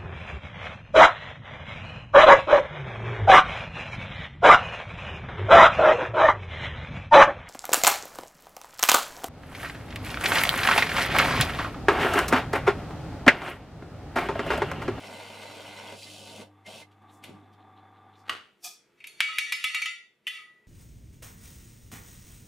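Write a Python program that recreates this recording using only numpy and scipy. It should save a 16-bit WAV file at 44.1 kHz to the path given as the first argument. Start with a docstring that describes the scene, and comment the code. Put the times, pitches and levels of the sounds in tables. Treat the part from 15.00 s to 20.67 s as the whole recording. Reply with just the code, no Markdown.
"""A step drill cuts a steel tube: random tiny fractures, coloured and resonated, groan, grind, scrape, fizz.
A drill press hums and whirs (sines, coloured crackle); the bit bites twice more, the last time briefly.
The switch clacks (shaped impulse) and chips swish (crackle through steel modes). The loosened tube drops
and bounces on the vise: each knock clacks and rings decaying paired modes, until a gloved hand stills it
and lifts it out with a last knock. Early echoes and decaying noise tails form a small workshop."""
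import sys
import numpy as np
from scipy import signal
from scipy.fft import rfft, irfft, next_fast_len
from scipy.io import wavfile
from scipy.ndimage import map_coordinates

SR = 44100
rng = np.random.default_rng(int(sys.argv[2]) if len(sys.argv) > 2 else 0)


def to_wav(s):
    """Save 16-bit WAV."""
    ch = np.atleast_2d(s).T  # columns
    pcm = np.round(np.clip(ch, -1, 1) * 32767)  # PCM
    wavfile.write(sys.argv[1], SR, pcm.astype(np.int16))


N = 250047
TIME = np.arange(N) / SR

# Levels in dB are relative; stages that share a sound add up.
# Room noise colour: hz, gain_db
AIR_COLOUR = [(25, -23), (90, -14.5), (180, -5.5), (400, -1.5), (800, -11.5), (2500, -11), (5000, -27),
              (15000, -31.5)]
# Room noise level: time_s, level_db
AIR_LEVEL = [(3.3, -74.5), (3.85, -74.5), (4.15, -70.5), (4.9, -80), (5.18, -78), (5.45, -74.5)]
# Workshop decay: hz, t60_s
ROOM_DECAY = [(200, 0.55), (600, 0.3), (3500, 0.39), (9000, 0.33), (16000, 0.12)]
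TOP_HZ = 15500

# Mains hum partials: hz, level_db, waver_db
HUM_PARTIALS = [(100, 1, 0.8), (150.7, -16.5, 3.5), (203, -10, 3.5), (301.3, -6, 3)]
# Hum level: time_s, level_db
HUM_LEVEL = [(0, -56.5), (.8, -57), (1.35, -56), (1.68, -60.5), (2.22, -60.5), (2.34, -55), (2.56, -59),
             (3.3, -62)]
# Belt and bearing tones: hz, level_db
WHINE_TONES = [(748.3, -67.5), (769.8, -64), (872.1, -71), (926, -70), (1147, -67.5), (1193, -65),
               (3499, -78)]
# Whine level: time_s, level_db
WHINE_LEVEL = [(2.1, -8.5), (2.33, -6.5), (2.52, -15), (2.7, -3), (2.92, -8.5), (3.2, -9)]
# Spindle whir colour: hz, gain_db
WHIR_COLOUR = [(71, -34), (120, -13), (130, -14), (300, -2.5), (602, -13.5), (765, 2), (1030, -7),
               (1190, -1), (1360, -13), (1650, -10), (1850, -16.5), (2150, -14.5), (2790, -40),
               (3520, -18.5), (4680, -57.5), (12400, -68), (14000, -85)]
# Whir level: time_s, level_db
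WHIR_LEVEL = [(2.05, -5), (2.48, -5.5), (2.7, -5), (2.95, -4), (3.2, -5)]
POWER_OFF_S, HUM_FALL_DB_PER_S = 3.36, 220
QUILL_UP_S, WHIR_DOWN_DB, WHIR_UP_DB = 2.02, -60.5, -54  # louder with the quill raised
COAST_DB_PER_S = 93  # run-down after the switch
# Pulley guard rattle colour: hz, gain_db
RATTLE_COLOUR = [(1500, -30), (2500, -2), (3100, -3), (3600, 2.5), (4150, -2.5), (4600, -16), (8000, -33),
                 (14000, -43)]
BELT_PASS_S, BELT_LAPS_PER_S, BELT_DB, BELT_SHARPNESS = 2.8, 5.77, -70, 1.8

# Switch clack colour: hz, gain_db
SWITCH_COLOUR = [(100, -60), (240, -12.5), (400, -23), (650, -13), (1000, -14), (1130, 3.5), (1320, 4),
                 (1500, -3), (1950, 3.5), (2350, -2.5), (2900, 0), (3500, -6), (4200, -12.5), (7000, -21),
                 (13000, -29), (16000, -49)]
# Housing shiver colour: hz, gain_db
HOUSING_COLOUR = [(60, -20), (250, -5.5), (600, -4), (1000, -5.5), (1300, 1.5), (2200, -5), (3000, -7.5),
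                  (4400, -12), (5000, -22), (9000, -29), (16000, -43)]
# Housing panel resonances: hz, width_hz, level_db
CASING_MODES = [(1140, 40, -1), (1320, 58, 3), (1900, 70, 2), (2730, 90, -8), (2900, 70, -5),
                (3400, 80, -6)]
SWITCH_S, SWITCH_DB = 3.295, 1.5
HOUSING_DB, HOUSING_FALL_DB_PER_S = -37.5, 177
LEVER_LEAD_S, LEVER_LENGTH_S, LEVER_DB = 0.016, 0.031, -51.5

# Swarf hiss colour: hz, gain_db
SWISH_COLOUR = [(1060, -50), (2200, -39), (2800, -11), (3380, -2.5), (4830, 0.5), (5490, 2), (12000, -4),
                (16000, -8)]
# Resonances of the steel under the chips: hz, width_hz, level_db
PLATE_MODES = [(689.5, 12, 3.5), (730, 46, 1.5), (1238, 27, -5.5), (1706, 58, -13.5), (2024, 35, -16),
               (2420, 65, -2.5), (2557, 66, -4), (3330, 96, -1.5), (3480, 78, -4), (4140, 25, -5),
               (4520, 28, -1), (5560, 140, 4.5)]
# Chips sliding on: centre_s, length_s, level_db
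SKITTER = (3.695, 0.088, -53)
FLICK_S, FLICK_DB, FLICK_RISE_DB_PER_S, FLICK_FALL_DB_PER_S = 3.647, -33, 1397.5, 405

# Steel contact colour: hz, gain_db
CONTACT_COLOUR = [(40, -57.5), (300, -43.5), (550, -31), (850, -18.5), (1400, -11.5), (2300, 2), (3100, -2),
                  (4500, -16.5), (9000, -22), (12000, -22.5), (16000, -39.5)]
# Rising quill jolts, then meets its stop: time_s, level_db
QUILL_KNOCKS = [(2.021, -48), (2.239, -17)]
# Tube meets vise: time_s, clack_db, ring_db, tilt_db_per_octave, clang_hz, focus_lift_db
KNOCKS = [(4.003, -38, -70, 0.5, 2430, 22.5), (4.041, -28, -61.5, 0, 2490, 11.5),
          (4.071, -31.5, -64, 8.5, 2400, 9), (4.2053, -7, -38, -1.5, 2570, -0.5),
          (4.385, -10, -40.5, 2, 2390, 1.5), (4.5231, -13.5, -40, 2.5, 2550, 2),
          (4.6416, -13.5, -41, 2, 2600, 2), (4.7471, -14.5, -41, 1, 2770, 3),
          (4.819, -17, -45.5, 2, 2400, 8.5), (4.858, -19.5, -44.5, 0.7, 3000, 10),
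          (5.269, -19.5, -57.5, 3, 2890, 12), (5.276, -25.5, -52, 3.5, 1900, 8)]
# Free tube wall modes: hz, level_db
TUBE_MODES = [(1284, -12), (1390, -21), (1745, -12), (1945, -7), (2037, -7), (2140, -7), (2280, -7),
              (2322, -14), (2482, -8), (2560, -17), (2662, -9), (2744, -4), (2899, -9), (3045, -11),
              (3154, -14), (3290, -21), (3422, -7), (3634, -10), (3784, -12), (3855, -14), (4199, -23),
              (4350, -12), (4510, -16), (4646, -15), (4910, -21), (5160, -21), (5482, -19), (5720, -17),
              (6094, -18), (6311, -19), (6720, -27), (6912, -21), (7073, -28), (7429, -28), (7577, -24),
              (7708, -29), (8170, -30), (8367, -30), (8452, -30), (8657, -28), (8745, -28), (9012, -26),
              (9151, -23), (9474, -30), (9681, -22), (10433, -25), (10865, -28), (11208, -30), (11724, -34),
              (12069, -38), (12532, -39), (13050, -38)]
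# Tube damping, from the glove: time_s, loss_db_per_s
GRIP_LOSS = [(4.83, 8), (4.93, 90), (5.03, 170), (5.18, 280), (5.27, 63), (5.6, 95)]
# Single tube modes that stand out at or between knocks: start_s, end_s, pitch_hz, level_db, release_db_per_s
SINGS = [(4.204, 4.279, 2268, -29.5, 900), (4.288, 4.303, 1293, -36.5, 700),
         (4.331, 4.343, 1270, -39.5, 200), (4.381, 4.42, 2270, -30.5, 400), (4.47, 4.536, 1943, -39.5, 200),
         (4.524, 4.553, 2280, -32, 600), (4.642, 4.666, 2295, -32.5, 301), (4.643, 4.653, 3424, -33, 300),
         (4.666, 4.676, 1290, -47, 400), (4.714, 4.73, 1285, -48.5, 399), (4.745, 4.778, 2287, -31, 500),
         (4.746, 4.749, 2742, -28.5, 221), (4.763, 4.781, 1270, -42, 499), (4.819, 4.827, 2300, -26, 600),
         (4.863, 4.867, 1293, -45, 600), (5.269, 5.271, 2737, -35, 202.5), (5.27, 5.272, 2483, -38, 199.5),
         (5.272, 5.273, 3420, -39, 230.5), (5.273, 5.276, 3043, -31, 420.5),
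         (5.274, 5.279, 1974, -34.5, 403.5), (5.3, 5.376, 1960, -49, 72), (5.387, 5.398, 1261, -52, 140.5),
         (5.391, 5.397, 2270, -47.5, 300)]
# Loosened tube slides in the jaws: centre_s, length_s, level_db
SLIDES = [(3.991, .03, -69), (4.203, 0.029, -51.5), (5.353, 0.094, -48)]
# Rocking tube chatters on the jaws: start_s, end_s, level_db
JITTER = (4.28, 4.88, -46)
SING_RISE_DB_PER_S, SING_FLUTTER_CYCLES = 12000, 0.12
FOCUS_OCTAVES = 0.23  # half-width of the band a struck spot favours
RING_T60_S, RING_T60_SLOPE = 1.84, 0.37  # at 2300 Hz; higher modes die sooner
STRIKE_DB, STRIKE_T60_S = 8.5, .17  # on the jaws: louder, short
STRIKE_SHIFT = 0.011  # pitch pull by the jaws, as a share
RECONTACT_LOSS_DB = 3  # earlier ring lost at each knock
RUB_WIDTH_HZ = 47

# Bit cuts: start_s, end_s, level_db, release_db_per_s
BITES = [(0.0, 1.42, 1.5, 398), (1.666, 1.812, 1, 482), (2.238, 2.235, -2.5, 150)]
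# Cut depth: time_s, depth_0_to_1
DEPTH = [(0, 1), (.945, 1), (1.0, 0), (1.22, 0.28), (1.41, 0.66), (1.68, 0.59), (1.82, 0.51), (2.24, 0.99)]
# Low cut colour: hz, gain_db
GROAN_COLOUR = [(30, -50), (80, -7), (140, -4.5), (215, 4.5), (330, -5.5), (480, 2.5), (620, 5.5),
                (760, 2.5), (1000, -35), (2000, -56)]
# Mid cut colour: hz, gain_db
GRIND_COLOUR = [(60, -70), (500, -16), (760, -1), (930, 7), (1060, -1), (1270, -11.5), (1470, 3),
                (1830, -17), (2400, 0), (3000, -5.5), (4200, -51), (16000, -70)]
# Cutting edge colour: hz, gain_db
SCRAPE_COLOUR = [(1180, -31), (2000, 10.5), (2110, 14), (2240, 3), (2560, 5), (3270, 5), (4490, -1),
                 (4990, -14), (5500, -6), (7150, -55), (12100, -120)]
# Treble cut colour: hz, gain_db
FIZZ_COLOUR = [(2820, -3.5), (4800, -1.5), (8400, -7), (9100, -8.5), (9860, -4.5), (12600, -19.5),
               (13900, -32), (15300, -14), (16000, -33)]
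# Resonances of clamped tube and bit: hz, width_hz, level_db
CLAMPED_MODES = [(2069, 48, 1.5), (2644, 110, -2.5), (2980, 150, -2), (3207, 48, -2), (3610, 59, -3.5),
                 (4020, 50, -2.5), (4356, 60, -7.5), (4610, 69, -11), (5460, 46, -5), (6250, 37, -13.5),
                 (6850, 140, -12.5), (7530, 30, -14), (8390, 41, -6.5)]
# Vise resonances under a deep cut: hz, width_hz, level_db
VISE_MODES = [(488, 46, -2.5), (608, 90, 0.5), (766, 49, -1.5), (924, 23, 3.5), (1096, 46, -4.5),
              (1443, 110, -7)]
# Clamped tube antiresonance: hz, width_hz
HOLLOW = (1786, 370)
# Flutes grab a thick chip: centre_s, length_s, level_db
GRABS = [(0.125, 0.12, -47.5), (0.495, 0.014, -48.5), (0.935, 0.021, -46), (1.371, 0.14, -49.5),
         (1.696, 0.031, -50), (1.756, 0.04, -49)]
# Next step of the bit rasps on the rim: centre_s, length_s, level_db
CATCHES = [(1.027, 0.0067, -38), (1.044, 0.0073, -44)]
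# Cutting edge squeals: centre_s, length_s, level_db, pitch_hz, roughness_cycles
SQUEALS = [(0.88, 0.012, -46.5, 3290, .12), (1.3, 0.009, -51, 4300, 0.13), (1.035, 0.024, -49, 4720, 0.14),
           (1.028, 0.015, -49, 2400, .15), (1.076, 0.026, -50, 2080, 0.079),
           (1.668, 0.019, -44, 2106, 0.036), (1.828, 0.016, -46.5, 2090, 0.043)]
# Swarf on the spinning bit: centre_s, length_s, level_db, centre_hz
SCRATCHES = [(1.921, 0.018, -67.5, 2940), (2.147, 0.072, -68.5, 7350), (2.537, 0.02, -68, 3260),
             (3.197, 0.059, -71.5, 5000)]
# Quill shudders at breakthrough and on springing back: centre_s, length_s, level_db
SHUDDERS = [(1.087, 0.054, -52.5), (1.39, 0.078, -53), (2.03, 0.035, -63), (2.298, 0.082, -51.5),
            (2.35, 0.52, -63)]
# Shudder colour: hz, gain_db
THUD_COLOUR = [(30, -26), (120, -9), (210, 2.5), (300, -2), (430, -8.5), (900, -32), (3000, -80)]
BITE_ATTACK_DB_PER_S = 1300
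# dB at full depth, dB gained from skim to full depth
GROAN_LAW, GRIND_LAW, SCRAPE_LAW, FIZZ_LAW = (-54, 5.9), (-50.5, 14.7), (-48, 0), (-59, -6)
SKIM_HZ, SKIM_LOSS_DB = 2370, 19  # a skimming edge loses scrape and fizz below this
SCRATCH_WIDTH_HZ = 880  # at 3500 Hz, growing with pitch squared


def amp(db):
    """dB to gain."""
    return 10 ** (np.asarray(db) / 20)


def unit(x):
    """x at rms 1."""
    return x / np.sqrt(np.mean(x ** 2) + 1e-20)


def along(points, hz):
    """(hz, value) points interpolated on a log axis."""
    f, v = np.transpose(points)
    return np.interp(np.log(hz + 1), np.log(f + 1), v)


def curve(points):
    """(time_s, value) points joined by straight lines."""
    return np.interp(TIME, *np.transpose(points))


def envelope(start, end, rise, fall):
    """Gain 1 from start to end, flanks in dB per s."""
    return amp(-rise * np.maximum(start - TIME, 0) - fall * np.maximum(TIME - end, 0))


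def swell(s, length, db):
    """Bell-shaped gain, 6 dB down at the ends of its length."""
    return amp(db - 6 * np.minimum(((TIME - s) / (length / 2)) ** 2, 20))


def wobble(rate):
    """Smooth random curve, rate knots per s."""
    knots = rng.standard_normal(int(N * rate / SR) + 4)
    return map_coordinates(knots, [TIME * rate])


def crackle(rate, spread_db):
    """Dense tiny fractures of random size, rate per s."""
    hits = rng.random(N) < rate / SR
    return unit(hits * rng.standard_normal(N) * amp(spread_db * rng.standard_normal(N)))


def filtered(x, response):
    """x times a complex response of frequency."""
    m = next_fast_len(N + SR // 2)
    return irfft(rfft(x, m) * response(np.fft.rfftfreq(m, 1 / SR)), m)[..., :N]


def coloured(x, spectrum):
    """x at rms 1 in the given colour."""
    return unit(filtered(x, lambda hz: amp(along(spectrum, hz))))


def resonate(x, peaks):
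    """x at rms 1 through parallel resonances of alternating polarity."""
    def response(f):
        return sum((-1) ** k * amp(db) * 1j * f * width / (centre ** 2 - f * f + 1j * f * width)
                   for k, (centre, width, db) in enumerate(peaks))
    return unit(filtered(x, response))


def wandering(x, peaks, depth_db, rate=28):
    """x at rms 1 through resonances that flare independently as the contact shifts."""
    return unit(sum(amp(db + depth_db * wobble(rate)) * np.sqrt(width) * resonate(x, [(hz, width, 0)])
                    for hz, width, db in peaks))


def focus(hz, centre_hz):
    """1 in the band around the struck spot's pitch, falling to 0 outside."""
    return np.exp(-(np.log2((hz + 1) / centre_hz) / FOCUS_OCTAVES) ** 4)


def clack(spectrum, tilt_db, chatter, t60, focus_hz=2500, focus_db=0, size=4096):
    """Blow of energy 1: impulse and decaying chatter through a minimum-phase colour."""
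    hz, t = np.fft.rfftfreq(size, 1 / SR), TIME[:size]
    tilt = tilt_db * np.log2(np.maximum(hz / 2000, 1))
    colour_db = along(spectrum, hz) + focus_db * focus(hz, focus_hz) + tilt
    cepstrum = irfft(np.log(amp(colour_db) + 1e-6))
    # folding the cepstrum makes the filter causal
    fold = np.r_[1, np.full(size // 2 - 1, 2), np.zeros(size // 2)]
    impulse_response = irfft(np.exp(rfft(cepstrum * fold)))
    rattle = rng.standard_normal(size) * amp(-60 * t / t60)
    force = (t == 0) + chatter * rattle / np.linalg.norm(rattle)
    blow = signal.fftconvolve(force, impulse_response)[:size]
    return blow / np.linalg.norm(blow)


def add(track, s, sound):
    """Lay a sound into a track at time s."""
    part = track[round(s * SR):][:len(sound)]
    part += sound[:len(part)]


def air():
    """Room noise: coloured noise on a slow level curve."""
    return amp(curve(AIR_LEVEL)) * coloured(rng.standard_normal(N), AIR_COLOUR)


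def workshop(x, wet_db, side_db=-9):
    """Direct sound plus a noise tail with its own decay per frequency; side_db sets the width."""
    hz, t, z = signal.stft(rng.standard_normal((2, SR // 2)), SR, nperseg=256)
    decay = amp(-60 * t / along(ROOM_DECAY, hz)[:, None]) * (1 - np.exp(-t / 0.0014))
    tail = signal.istft(z * decay, SR, nperseg=256)[1]
    tail = tail / np.linalg.norm(tail[0])
    mid, side = amp(wet_db) * signal.fftconvolve(x[None], tail, axes=1)[:, :N]
    return x + mid + amp(side_db) * np.array([side, -side])


def nearby_steel(x, db, count=12):
    """Vise, table and column throw weak early echoes, partly shared by the two channels."""
    delay_s = rng.uniform(0.00199, .022, (count, 1))
    shared, own = rng.standard_normal(count), rng.standard_normal((2, count))
    gain = amp(db) * (shared + 1.92 * own) / np.sqrt(count)
    return x + filtered(x, lambda hz: gain @ np.exp(-2j * np.pi * hz * delay_s))


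def motor():
    """Mains hum, and belt and bearing whir and whine, which fade after the switch."""
    hum = sum(amp(db + waver_db * wobble(10)) * np.sin(2 * np.pi * (hz * TIME + rng.random()))
              for hz, db, waver_db in HUM_PARTIALS)
    powered = amp(curve(HUM_LEVEL)) * envelope(0, POWER_OFF_S, 0, HUM_FALL_DB_PER_S)
    whine = unit(sum(amp(db + 1.7 * wobble(14)) * np.sin(2 * np.pi * (hz * TIME + 0.08 * wobble(16)))
                     for hz, db in WHINE_TONES))
    whir = coloured(crackle(6000, 1), WHIR_COLOUR) * amp(1.2 * wobble(25.0) + 1.1 * wobble(4.8))
    spindle_db = curve([(QUILL_UP_S - .01, WHIR_DOWN_DB), (QUILL_UP_S, WHIR_UP_DB)])
    running = amp(spindle_db) * envelope(0, SWITCH_S, 0, COAST_DB_PER_S)
    return powered * hum + running * (amp(curve(WHIR_LEVEL)) * whir + amp(curve(WHINE_LEVEL)) * whine)


def belt():
    """The belt's stiff spot rattles the pulley guard each lap, at a wandering level."""
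    lap = np.exp(BELT_SHARPNESS * (np.cos(2 * np.pi * BELT_LAPS_PER_S * (TIME - BELT_PASS_S)) - 1))
    running = envelope(QUILL_UP_S, SWITCH_S, 898.8, COAST_DB_PER_S)
    rattle = coloured(crackle(1500, 2.4), RATTLE_COLOUR)
    return amp(BELT_DB + 4.8 * wobble(45)) * lap * running * rattle


def switch():
    """The lever rubs, then a hard clack with a short rattle; the housing shivers on."""
    shiver = amp(HOUSING_DB) * envelope(SWITCH_S, SWITCH_S, 2200, HOUSING_FALL_DB_PER_S)
    rub = swell(SWITCH_S - LEVER_LEAD_S, LEVER_LENGTH_S, LEVER_DB)
    panels = amp(-1.5) * coloured(crackle(600, 2.9), HOUSING_COLOUR)
    panels = panels + amp(-8.5) * wandering(crackle(500, 2), CASING_MODES, depth_db=4, rate=60)
    out = (shiver + rub) * panels
    add(out, SWITCH_S, amp(SWITCH_DB) * clack(SWITCH_COLOUR, tilt_db=-0.5, chatter=3.0, t60=0.031))
    return out


def chips():
    """A flick of swarf hisses over steel and makes it ring."""
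    flick = amp(FLICK_DB) * envelope(FLICK_S, FLICK_S + 0.0018, FLICK_RISE_DB_PER_S, FLICK_FALL_DB_PER_S)
    grains = (flick + swell(*SKITTER)) * crackle(13000, 3.2)
    hiss = filtered(grains, lambda hz: amp(along(SWISH_COLOUR, hz)))
    return hiss + amp(-6.0) * np.std(grains) * resonate(grains, PLATE_MODES)


def quill_knocks():
    """The quill clacks on its way up."""
    out = np.zeros(N)
    for s, db in QUILL_KNOCKS:
        add(out, s, amp(db) * clack(CONTACT_COLOUR, tilt_db=4.0, chatter=3.0, t60=0.068))
    return out


def thumps(db=-27, push_s=0.001):
    """Knocks push the table: one short dull pulse each, far weaker for light ones."""
    out, u = np.zeros(N), TIME[:SR // 10] / push_s
    pulse = u * (2 - u) * np.exp(1 - u)
    for s, clack_db, *_ in KNOCKS:
        add(out, s, amp(db + 2.6 * clack_db) * pulse)
    return out


def slides(grit_db=-9):
    """Steel grates on steel as the tube shifts and chatters as it rocks; both stir its wall modes."""
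    start, end, db = JITTER
    walls = [(hz, RUB_WIDTH_HZ, mode_db) for hz, mode_db in TUBE_MODES]
    chatter = amp(db + 2 * wobble(30)) * envelope(start, end, 600, 260) * resonate(crackle(900, 2), walls)
    grit = crackle(5400, 2.2)
    grating = resonate(grit, walls) + amp(grit_db) * coloured(grit, CONTACT_COLOUR)
    return chatter + sum(swell(*row) for row in SLIDES) * grating


def singing():
    """Single wall modes sound, each with its own start, end and release."""
    return sum(amp(db + 0.95 * wobble(40)) * envelope(start, end, SING_RISE_DB_PER_S, release)
               * np.sin(2 * np.pi * (hz * TIME + SING_FLUTTER_CYCLES * wobble(60)))
               for start, end, hz, db, release in SINGS)


def wall_modes():
    """Tube modes as columns hz, level_db, t60_s; decay shortens with pitch."""
    hz, db = np.transpose(TUBE_MODES)[:, :, None]
    return hz, db, RING_T60_S * (hz / 2300) ** -RING_T60_SLOPE


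def damping():
    """Running total in dB of the tube's loss to the glove and to each jaw contact."""
    contacts = sum(np.clip((TIME - s) / .003, 0, 1) for s, *_ in KNOCKS)
    return np.cumsum(curve(GRIP_LOSS)) / SR + RECONTACT_LOSS_DB * contacts


def rocking(t, count, depth_db=3, rate=22):
    """As the tube rocks on the jaws, each mode swells and fades on its own."""
    knots = np.arange(80)
    return np.array([np.interp(t * rate, knots, amp(depth_db * (row - 0.53)))
                     for row in rng.standard_normal((count, len(knots)))])


def tube(split_hz=22, scatter_db=3.5, chatter=0.77, size=8192):
    """Each knock clacks, clangs briefly on the jaws and rings paired wall modes; the glove damps them."""
    clacks, ring = np.zeros(N), np.zeros(N)
    damped_db = damping()
    hz, mode_db, t60 = wall_modes()
    t = TIME[:SR]
    onset = 1 - np.exp(-t / .0016)
    detune, phase = rng.standard_normal((2, len(hz), 1))
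    pair = np.sin(2 * np.pi * (hz * t + phase)) + .5 * np.sin(2 * np.pi * (hz + split_hz * detune) * t)
    modes = amp(mode_db - 60 * t / t60) * pair * rocking(t, len(hz))
    pressed = amp(mode_db + STRIKE_DB - 60 * t[:size] / STRIKE_T60_S)
    for s, clack_db, ring_db, tilt_db, clang_hz, focus_db in KNOCKS:
        # light contacts chatter more
        rattle = chatter * amp(-.4 * clack_db)
        blow = clack(CONTACT_COLOUR, tilt_db, rattle, 0.041, clang_hz, focus_db)
        add(clacks, s, amp(clack_db + 14.5) * blow)
        # every contact point favours other modes
        luck, side, pull = rng.standard_normal((3, len(hz)))
        colour_db = scatter_db * luck + tilt_db * np.log2(hz[:, 0] / 2500)
        colour_db = colour_db + 0.39 * focus_db * focus(hz[:, 0], clang_hz)
        weights = amp(ring_db + colour_db) * np.sign(side)
        pulled_hz = hz * (1 + STRIKE_SHIFT * pull[:, None])
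        clang = weights @ (pressed * np.sin(2 * np.pi * pulled_hz * t[:size]))
        loss_db = np.interp(s + t, TIME, damped_db)
        # offsets the loss at the knock's own contact
        kept = amp(loss_db[0] + RECONTACT_LOSS_DB - loss_db)
        add(ring, s, weights @ modes * kept * onset)
        add(ring, s, clang * onset[:size])
    return clacks, ring


def bit_noises():
    """Stick-slip squeals of the edge, scrapes of swarf and the shudder of the quill."""
    squeal = sum(swell(s, length, db) * np.sin(2 * np.pi * (hz * TIME + rough * wobble(900)))
                 for s, length, db, hz, rough in SQUEALS)
    grit = crackle(6800, 1)
    scratch = sum(swell(s, length, db) * resonate(grit, [(hz, SCRATCH_WIDTH_HZ * (hz / 3500) ** 2, 0)])
                  for s, length, db, hz in SCRATCHES)
    shudder = sum(swell(*row) for row in SHUDDERS) * coloured(crackle(1200, 1.8), THUD_COLOUR)
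    return squeal + scratch + shudder


def cutting(surge_db=0.9, uneven_db=1.0):
    """Steel shears in tiny fractures: deep cuts grind, skims fizz; load surges as chips form and break."""
    contact = sum(amp(db) * envelope(start, end, BITE_ATTACK_DB_PER_S, release)
                  for start, end, db, release in BITES)
    skim = 1 - curve(DEPTH)
    groan, grind, scrape, fizz = (contact * amp(db - span_db * skim)
                                  for db, span_db in (GROAN_LAW, GRIND_LAW, SCRAPE_LAW, FIZZ_LAW))
    groan = np.hypot(groan * amp(uneven_db * wobble(23.0)), sum(swell(*grab) for grab in GRABS))
    scrape = scrape + sum(swell(*row) for row in CATCHES)
    load = amp(surge_db * wobble(45.15))

    low = groan * unit(coloured(crackle(2000, 1.13), GROAN_COLOUR) * load)
    grinding = amp(-3.0) * coloured(crackle(600, 2.3), GRIND_COLOUR)
    vise = amp(-3.5) * wandering(crackle(700, 1.8), VISE_MODES, depth_db=3.5)
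    rasp = grind * load * (grinding + vise)
    edge = scrape * unit(coloured(crackle(1500, 1.8), SCRAPE_COLOUR) * load)
    body = scrape * wandering(crackle(1200, 2.6), CLAMPED_MODES, depth_db=3)
    high = fizz * coloured(crackle(12000, 1.8), FIZZ_COLOUR)

    notch_hz, width_hz = HOLLOW
    notched = filtered(amp(-6) * edge + amp(-6.5) * body,
                       lambda hz: 1 - np.exp(-((hz - notch_hz) / (width_hz / 2)) ** 4))
    screech = notched + high
    lower = filtered(screech, lambda hz: 1 / (1 + (hz / SKIM_HZ) ** 24))
    return low + rasp + screech + (amp(-SKIM_LOSS_DB * skim) - 1) * lower


def scene():
    """Drill, switch, chips and tube in the workshop, over its quiet air."""
    clacks, ring = tube()
    drill = nearby_steel(cutting() + bit_noises(), db=-11.5) + motor() + belt()
    press = workshop(switch() + chips() + quill_knocks(), wet_db=-8.0, side_db=-5.0)
    steel = workshop(clacks, wet_db=-12, side_db=-2) + thumps()
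    steel = steel + workshop(ring + slides(), wet_db=-7.5, side_db=-3.5)
    steel = steel + workshop(singing(), wet_db=-13, side_db=-3)
    balance = amp([[.2], [-.2]])  # dB, left and right
    return (drill + press + steel) * balance + workshop(air(), wet_db=0.5)


def record(dry):
    """Steep low-pass at TOP_HZ."""
    return filtered(dry, lambda hz: 1 / (1 + (hz / TOP_HZ) ** 80))


dry = scene()
out = record(dry)
to_wav(out)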